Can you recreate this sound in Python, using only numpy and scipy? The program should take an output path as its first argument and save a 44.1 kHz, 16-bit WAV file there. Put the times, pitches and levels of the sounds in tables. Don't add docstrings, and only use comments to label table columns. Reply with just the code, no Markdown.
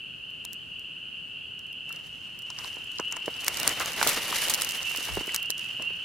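import sys
import numpy as np
from scipy import signal
from scipy.fft import rfft, irfft, next_fast_len
from scipy.io import wavfile
from scipy.ndimage import map_coordinates

SR = 44100
rng = np.random.default_rng(int(sys.argv[2]) if len(sys.argv) > 2 else 0)


def log_audio(samples):
    frames = np.atleast_2d(samples).T
    limited = np.clip(frames, -1, 1)
    pcm = np.round(limited * 32767).astype(np.int16)
    wavfile.write(sys.argv[1], SR, pcm)


def volts(x):
    e = np.asarray(x, float) / 20
    return 10 ** e


N = 266754


def unit(x):
    return x / np.sqrt(np.mean(x ** 2) + 1e-20)


def along(points, hz):
    f, v = np.transpose(points)
    return np.interp(np.log(hz + 1), np.log(f + 1), v)


def curves(rows, before):
    s, *columns = np.transpose(rows)
    return [np.interp(np.arange(N) / SR, s, column, left=before) for column in columns]


def wobble(rate):
    knots = rng.standard_normal(int(N * rate / SR) + 4)
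    return map_coordinates(knots, [np.arange(N) * rate / SR])


def noise_pair():
    return rng.standard_normal((2, N))


def filtered(x, response):
    m = next_fast_len(x.shape[-1] + 4096)
    spectrum = rfft(x, m) * response(np.fft.rfftfreq(m, 1 / SR))
    return irfft(spectrum, m)[..., :x.shape[-1]]


def spread(pair, spectrum, alike):
    def mid_side_response(hz):
        angle = np.arccos(np.clip(along(alike, hz), -1, 1)) / 2
        return volts(along(spectrum, hz)) * [np.cos(angle), np.sin(angle)]

    mid, side = filtered(pair, mid_side_response)
    return unit(np.array([mid + side, mid - side]))


def sides(db):
    return volts(np.array([db, -np.asarray(db)]) / 2)


def add(track, s, sound):
    part = track[:, max(round(s * SR), 0):][:, :sound.shape[1]]
    part += sound[:, :part.shape[1]]


# multiple of the sung note, level/dB
PEEP_PARTIALS = [(.5, -36), (1, -3), (1.5, -41)]


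def peep(hz, length, rise, phase):
    u = np.arange(round(length * SR)) / (length * SR)
    turns = np.cumsum(hz + rise * length * (u - .5)) / SR
    shape = np.sin(np.pi * u ** 0.77) ** 0.79
    partials = [volts(db) * np.sin(2 * np.pi * k * (turns + phase)) for k, db in PEEP_PARTIALS]
    return np.sqrt(2) * shape * sum(partials)


def trunks(x, t60):
    t = np.arange(SR // 2) / SR
    shared, left, right = rng.standard_normal((3, len(t))) * volts(-60 * t / t60)
    tail = np.array([shared + 0.9 * left, shared + 0.63 * right])
    return signal.fftconvolve(x, tail / np.linalg.norm(tail[0]), axes=1)[:, :x.shape[1]]


# t/s, level/dB, left-right difference/dB
CHORUS_TURN = [(0, -41, -.5), (1.4, -40, -0.5), (1.92, -41.5, -1), (2.6, -40, -.5), (2.9, -38, -0.5),
               (3.07, -36, 1), (3.5, -38.5, -1), (4.25, -36.5, -4), (4.78, -35, -3), (5.2, -35, -2.5),
               (5.7, -35, -2.5), (6.05, -34, -2)]
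# f/Hz, relative level/dB
POND_MURMUR = [(900, -10.5), (1300, -3), (1500, 2.5), (1900, -4.5), (2300, -5.5), (3500, -6.5),
               (3900, -12.5), (4300, -3.5), (4700, -9), (5300, -21.5)]
# f/Hz, left-right likeness (-1 to 1)
NEAR_LIKENESS = [(60, 0.39), (130, 0.81), (290, 0.81), (640, 0.94), (3100, 0.83), (6800, 0.35),
                 (15000, -0.21)]


def far_chorus(groups=10, count=36):
    level_db, pan_db = curves(CHORUS_TURN, None)
    far = np.zeros((2, N + SR))
    for bank in rng.standard_normal((groups, count, 5)):
        calls = np.zeros((2, N + SR))
        for pitch, size, place, pace, glide in bank:
            gaps = .95 + .12 * pace + .06 * rng.standard_normal(9)
            times = rng.random() + np.cumsum(gaps) - 1
            note = peep(2900 + 150 * pitch, .11 + 0.01242 * glide, 2300 + 400 * pace, rng.random())
            call = volts(2 * size - 1.2 * pitch ** 2) * sides([3 * place]) * note
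            for s in times[times < N / SR + 1]:
                add(calls, s, call)
        far += calls + volts(0.4) * trunks(calls, t60=1.0)
    far = unit(far[:, SR:]) * (1 + 0.19 * wobble(700))
    far = far + volts(-21) * spread(noise_pair(), POND_MURMUR, NEAR_LIKENESS)
    return volts(level_db) * sides(pan_db) * far


# f/Hz, relative level/dB
AIR_SPECTRUM = [(15, -57), (25, -25.5), (100, -13), (160, -12.5), (330, -18), (700, -24), (1300, -28),
                (2100, -32), (3700, -34), (5400, -37.5), (11000, -44), (16000, -56)]
# f/Hz, left-right likeness (-1 to 1)
AIR_LIKENESS = [(60, 0.49), (130, 0.59), (290, -0.031), (640, -0.59), (1400, -0.74), (6800, 0.0065),
                (15000, 0.41)]


def air():
    level_db = -53.5 + 0.51 * wobble(3.3)
    return volts(level_db) * spread(noise_pair(), AIR_SPECTRUM, AIR_LIKENESS)


def bursts(table, width, unlike, blow, lead_db, tail_db, lag_s, colour):
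    lead = SR // 50
    track, t = np.zeros((2, N)), np.arange(-lead, SR // 16) / SR
    for s, db, hz, t60_ms, pan in table:
        shared, left, right = rng.standard_normal((3, len(t)))
        main_fade = volts(-60 * t / (t60_ms / 1000))
        after_crackle = volts(tail_db - 60 * t / (t60_ms / 250))
        creak = volts(lead_db + 60 * t / 0.026)
        fade = np.where(t < 0, creak, main_fade + after_crackle)
        burst = fade * (shared + unlike * np.array([left, right]))
        burst[:, lead] -= blow
        lag = lag_s * rng.standard_normal() * np.array([[.5], [-.5]])

        def response(f):
            spread_hz = width * hz
            band = (1j * f * spread_hz / (hz * hz - f * f + 1j * f * spread_hz)) ** 2
            return band * colour(f) * np.exp(-2j * np.pi * f * lag)

        sound = filtered(burst, response)
        peak = np.abs(sound).max(1).mean()
        add(track, s - lead / SR, volts(db) * sides([pan]) * sound / peak)
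    return track


def snap_bursts(rows):
    leaf = lambda f: 1 / (1 + 1j * f / 10000) / (1 - 1j * 2600 / (f + 1))
    return bursts(rows, 2.7, unlike=.6, blow=1.5, lead_db=-20, tail_db=-18, lag_s=4e-5, colour=leaf)


# t/s, peak level/dB, centre f/Hz, t60/ms, left-right difference/dB
LEAF_SNAPS = [(.3042, -43, 7300, 7.8, 3), (.4511, -19, 7460, 4.4, 2), (.5318, -25, 8500, 5.5, 4),
              (.5434, -38, 9600, 6, -3), (.7942, -40.5, 6100, 12, -2), (1.5925, -34, 5600, 4.5, -3),
              (1.6675, -41, 4900, 6, 4), (1.7283, -37.5, 6300, 6.8, 1), (1.8928, -32.5, 6400, 6.1, 1),
              (1.9263, -26.5, 7540, 8, 2), (1.9613, -33, 5000, 8.2, 3), (2.3901, -31, 9500, 11, -1),
              (2.421, -38, 7600, 13, 2), (2.8431, -38, 7450, 17, -2), (2.9175, -35, 7900, 10, 3),
              (3.1135, -32, 7600, 7, -1), (3.2591, -26.5, 6700, 24, 0), (3.4056, -28, 6700, 50, 0),
              (3.4459, -20, 6100, 5, -2), (3.4649, -20, 7400, 24, -1), (3.4812, -4, 7340, 9.6, -.5),
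              (3.5442, -21, 7000, 5.4, -2), (3.5714, -16, 6700, 11, -6), (3.5994, -14, 9900, 10, -5),
              (3.6312, -10.5, 6600, 6.4, 1), (3.6769, -1, 6600, 5, 1), (3.6926, -13.5, 6500, 7.4, -4),
              (3.798, -16, 8000, 19, 1), (3.8593, -15, 5700, 5.3, 3), (4.0281, -7.5, 6100, 19, 0),
              (4.0729, -5.5, 7560, 28, 0), (4.0909, -10, 8800, 42, -1), (4.4834, -15, 5500, 12, -1),
              (4.497, -11, 6850, 64, 0), (4.5378, -10, 5760, 17, -3), (4.5446, -8.5, 8100, 12, 2),
              (4.5522, -16, 8040, 4.3, 0), (4.6111, -16, 7000, 6, 0), (4.6198, -6.5, 5730, 10, -2),
              (4.6472, -17, 9200, 8.2, 11), (4.6899, -17.5, 5970, 26, -2), (4.7089, -16.5, 6500, 9, 0),
              (4.9613, -24, 10000, 8.9, -21), (4.9742, -22, 8900, 7.9, 15), (5.1533, -18, 6800, 6, -1),
              (5.2703, -26, 6060, 11.6, -3), (5.3449, -12, 7500, 24, -2), (5.362, -10, 6600, 5, -2),
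              (5.4296, -19.5, 6800, 2.5, -3), (5.4593, -26.5, 8600, 5.1, -4), (5.5038, -9, 5100, 6.1, -5),
              (5.5122, -23.5, 7300, 3.7, -7), (5.5795, -29, 5140, 17, -6), (5.5946, -24.5, 5630, 4.2, -3),
              (5.8237, -21.5, 5900, 6.4, -1)]


def snaps():
    return snap_bursts(LEAF_SNAPS)


# f/Hz, width/Hz, relative level/dB
BODY_MODES = [(166, 230, 12), (313, 55, -5), (460, 94, 1.5), (690, 1200, -52.5), (960, 110, -9.5),
              (1190, 27, -12.5), (1420, 1400, 0), (2220, 190, 7)]


def resonances(f):
    return sum(volts(db) * 1j * f * w / (c * c - f * f + 1j * f * w) for c, w, db in BODY_MODES)


# t/s, peak level/dB, centre f/Hz, t60/ms, left-right difference/dB
BODY_KNOCKS = [(.4504, -35, 1360, 11, 3), (2.7691, -33.5, 550, 21, -10), (2.9988, -19, 580, 25, -1.5),
               (3.1237, -29.5, 1100, 110, -7), (3.1674, -23.5, 1040, 37, -3), (3.28, -17.5, 520, 23, -3.5),
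               (3.481, -12.5, 1560, 16, 0), (3.6766, -17, 1270, 20, -1), (3.8034, -17.5, 1160, 124, 0),
               (4.014, -11.5, 960, 31, -7), (4.028, -10.5, 930, 17, -2), (4.0673, -15, 680, 37, 0),
               (4.312, -28.5, 400, 17, -2), (4.4276, -17, 1500, 16, 0), (4.485, -25.5, 600, 20, -2),
               (4.5013, -19, 1160, 35, 0), (4.9124, -24, 1400, 4.4, -1), (4.949, -22.5, 1285, 6.9, -1),
               (4.985, -33.5, 380, 28, -6), (5.088, -28, 960, 66, -6), (5.1717, -17.5, 490, 39, -2.5),
               (5.1725, -30.5, 120, 52, -2), (5.2099, -24.5, 440, 23, -2), (5.2783, -28.5, 460, 27, -1),
               (5.3447, -20, 1740, 59, -1), (5.361, -30, 1510, 48, 3), (5.5001, -30.5, 480, 22, 1),
               (5.7967, -33, 460, 59, -2), (5.8227, -33, 1200, 22, -1), (5.905, -40.5, 400, 27, -2)]


def knocks():
    shell = lambda f: 1.44 + resonances(f)
    return bursts(BODY_KNOCKS, 1.57, unlike=.55, blow=14, lead_db=-10, tail_db=-16, lag_s=6e-5, colour=shell)


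# middle t/s, middle f/Hz, level/dB, left-right difference/dB
NEAR_PEEPS = [(0.591, 3027, -43, 2), (1.552, 2945, -39.5, 0), (1.904, 2734, -39, 2), (2.44, 2926, -43.5, 2),
              (3.081, 2710, -40, 11), (3.087, 2950, -32.5, 4), (3.64, 2820, -39, -7), (3.73, 3070, -33, 2),
              (4.445, 3050, -33, 0), (4.899, 2740, -33, -14), (5.29, 2994, -35, -2),
              (5.45, 2794, -35.5, -8), (5.654, 2633, -38, -7), (5.869, 2776, -30, -6)]


def near_peeps():
    near = np.zeros((2, N))
    length_s, rise_hz_per_s = .093, 2050
    for s, hz, db, pan in NEAR_PEEPS:
        note = volts(db) * sides([pan]) * peep(hz, length_s, rise_hz_per_s, rng.random())
        note = np.pad(note, [(0, 0), (0, SR // 4)])
        add(near, s - length_s / 2, note + volts(-2.5) * trunks(note, t60=0.48))
    return near


def crackle(clump_db):
    clicks_per_s = 500
    size = volts(3.8 * rng.exponential(size=N)) * (rng.random(N) < clicks_per_s / SR)
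    t = np.arange(300) / SR
    ring = volts(-60 * t / 0.034) * (1 - np.exp(-t / .0004))
    clicks = unit(np.convolve(np.minimum(size, 14), ring)[:N])
    return (clicks * .7 + 1) * volts(clump_db)


def grains(level_db, count=6000):
    when, pitch, size, place = rng.random((4, count))
    hz, t = 2500 * 4 ** pitch[:, None], np.arange(160) / SR
    heights = np.minimum(volts(-5 * np.log(size)), 7)[:, None]
    ring = np.sin(2 * np.pi * hz * t) * np.exp(-t * hz / 3.5) * heights
    at = (when * (N - len(t))).astype(int)[:, None] + np.arange(len(t))
    gains = sides(12 * (place - .5))
    pair = [np.bincount(at.ravel(), (gain[:, None] * ring).ravel(), N) for gain in gains]
    return volts(level_db) * unit(np.array(pair))


# f/Hz, relative level/dB
CRUNCH_SPECTRUM = [(800, -28), (2000, -5.5), (3500, -8), (6000, -7.5), (9000, -16.5), (14000, -59)]
# f/Hz, relative level/dB
FIZZ_SPECTRUM = [(6000, -25), (9000, 0.5), (12000, 1.5), (15000, -8), (17000, -34)]


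def leaf_litter(leaf_db, clump_db):
    meets_db, growth = -25, 1.24
    fizz_db = meets_db + growth * (leaf_db - meets_db)
    clicks = crackle(clump_db)
    crunch = spread(volts(0.47 * wobble(45)) * clicks * noise_pair(), CRUNCH_SPECTRUM, NEAR_LIKENESS)
    fizz = spread(volts(0.45 * wobble(50)) * clicks * noise_pair(), FIZZ_SPECTRUM, NEAR_LIKENESS)
    return volts(leaf_db) * crunch + volts(fizz_db) * fizz + grains(leaf_db - 5.0)


# f/Hz, relative level/dB
RUB_SPECTRUM = [(40, -14), (100, -9.5), (250, -7.5), (500, -4), (1100, -3), (2200, -3), (4000, -9.5),
                (8000, -19.5)]


def body_rub(rub_db, clump_db):
    rub = volts(.6 * clump_db + 2.2 * wobble(40)) * noise_pair()
    rub = filtered(rub, lambda hz: 1 + 0.097 * resonances(hz))
    return volts(rub_db) * spread(rub, RUB_SPECTRUM, NEAR_LIKENESS)


# t/s, leaf crunch level/dB, rub on the camera level/dB
MOVEMENT = [(1.85, -69, -63), (1.95, -64, -51.5), (2.07, -59, -63), (2.42, -67.5, -62.5),
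            (2.65, -48.5, -50), (2.78, -57, -53.5), (3.02, -58, -62), (3.15, -60, -51.5),
            (3.27, -54.5, -52), (3.65, -38, -33.5), (3.75, -40.5, -38), (3.85, -38.5, -37.5),
            (3.95, -41, -38), (4.07, -33, -32), (4.25, -37.5, -37.5), (4.42, -32.5, -38),
            (4.55, -40.5, -37), (4.65, -39.5, -40.5), (4.82, -46, -48), (4.95, -40, -43),
            (5.07, -40.5, -44.5), (5.2, -46, -43), (5.35, -48, -48.5), (5.5, -59, -56.5),
            (5.65, -52.5, -56), (5.85, -59.5, -55), (6.05, -59, -59)]


def movement():
    leaf_db, rub_db = curves(MOVEMENT, -120)
    clump_db = 1.2 * wobble(25) + 1.9 * wobble(110)
    return leaf_litter(leaf_db, clump_db) + body_rub(rub_db, clump_db)


def lesser_snaps(count=110):
    when, size, pitch, place = rng.random((count, 4)).T
    s, leaf_db, _ = np.transpose(MOVEMENT)
    at = s[0] + when * (s[-1] - s[0])
    peak_db = np.interp(at, s, leaf_db) + 15.5 + 3 * (size - .5)
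    centre_hz, t60_ms, pan_db = 4800 * 2 ** pitch, 7.3 * (.5 + size), 17 * (place - .5)
    return snap_bursts(np.transpose([at, peak_db, centre_hz, t60_ms, pan_db]).tolist())


# t/s, peak level/dB, centre f/Hz, t60/ms, left-right difference/dB
RINGING_TICKS = [(1.9051, -34.5, 1330, 18, 3), (2.5018, -36.5, 1090, 27, -1), (2.5029, -24.5, 5200, 10, 0),
                 (2.5865, -36.5, 1150, 91, -6), (2.5877, -20.5, 5000, 13, -3),
                 (2.6449, -27.5, 4380, 5.9, 9), (2.646, -32, 1040, 33, -7), (2.995, -23.5, 1170, 47, -4),
                 (2.9854, -18.5, 4300, 8.6, 4), (2.9987, -20.5, 5700, 3, -2), (3.1244, -17.5, 6900, 5.5, 1),
                 (3.1625, -31, 6800, 23, -2), (3.1681, -24.5, 6400, 5, 0), (3.3407, -32, 4400, 10, 3),
                 (4.3264, -19.5, 1140, 17, 1), (4.6197, -21.5, 1770, 13, -2), (4.8304, -21, 5700, 3.5, -5),
                 (5.1966, -24.5, 4800, 3, 2), (5.2919, -21, 2100, 20, -2)]


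def ticks():
    return bursts(RINGING_TICKS, 0.5, unlike=.55, blow=4, lead_db=-18, tail_db=-18, lag_s=4e-5,
                  colour=np.ones_like)


# middle t/s, level/dB
AIR_PUFFS = [(2.749, -62), (2.95, -62), (3.55, -54), (3.85, -52), (4.05, -49), (4.55, -66), (4.85, -56),
             (5.16, -43), (5.35, -54)]
# f/Hz, relative level/dB
BUFFET_SPECTRUM = [(15, -30), (40, 8), (90, 9), (160, -0.5), (300, -21.5)]


def buffeting():
    t, puff_s = np.arange(N) / SR, 0.055
    gain = sum(volts(db) * np.exp(-((t - s) / puff_s) ** 2) for s, db in AIR_PUFFS)
    lumps = volts(3.1 * wobble(4.27)) * noise_pair()
    return gain * spread(lumps, BUFFET_SPECTRUM, [(50, .1)])


def scene():
    wood = far_chorus() + air() + near_peeps()
    leaves_and_body = snaps() + knocks() + movement() + lesser_snaps()
    return wood + leaves_and_body + ticks() + buffeting()


def low_pass(x):
    return signal.sosfilt(signal.butter(12, 16650, fs=SR, output="sos"), x)


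def record(dry):
    heard = filtered(dry, lambda hz: 1 / np.sqrt(1 + (hz / 15600) ** 40))
    return low_pass(heard)


dry = scene()
out = record(dry)
log_audio(out)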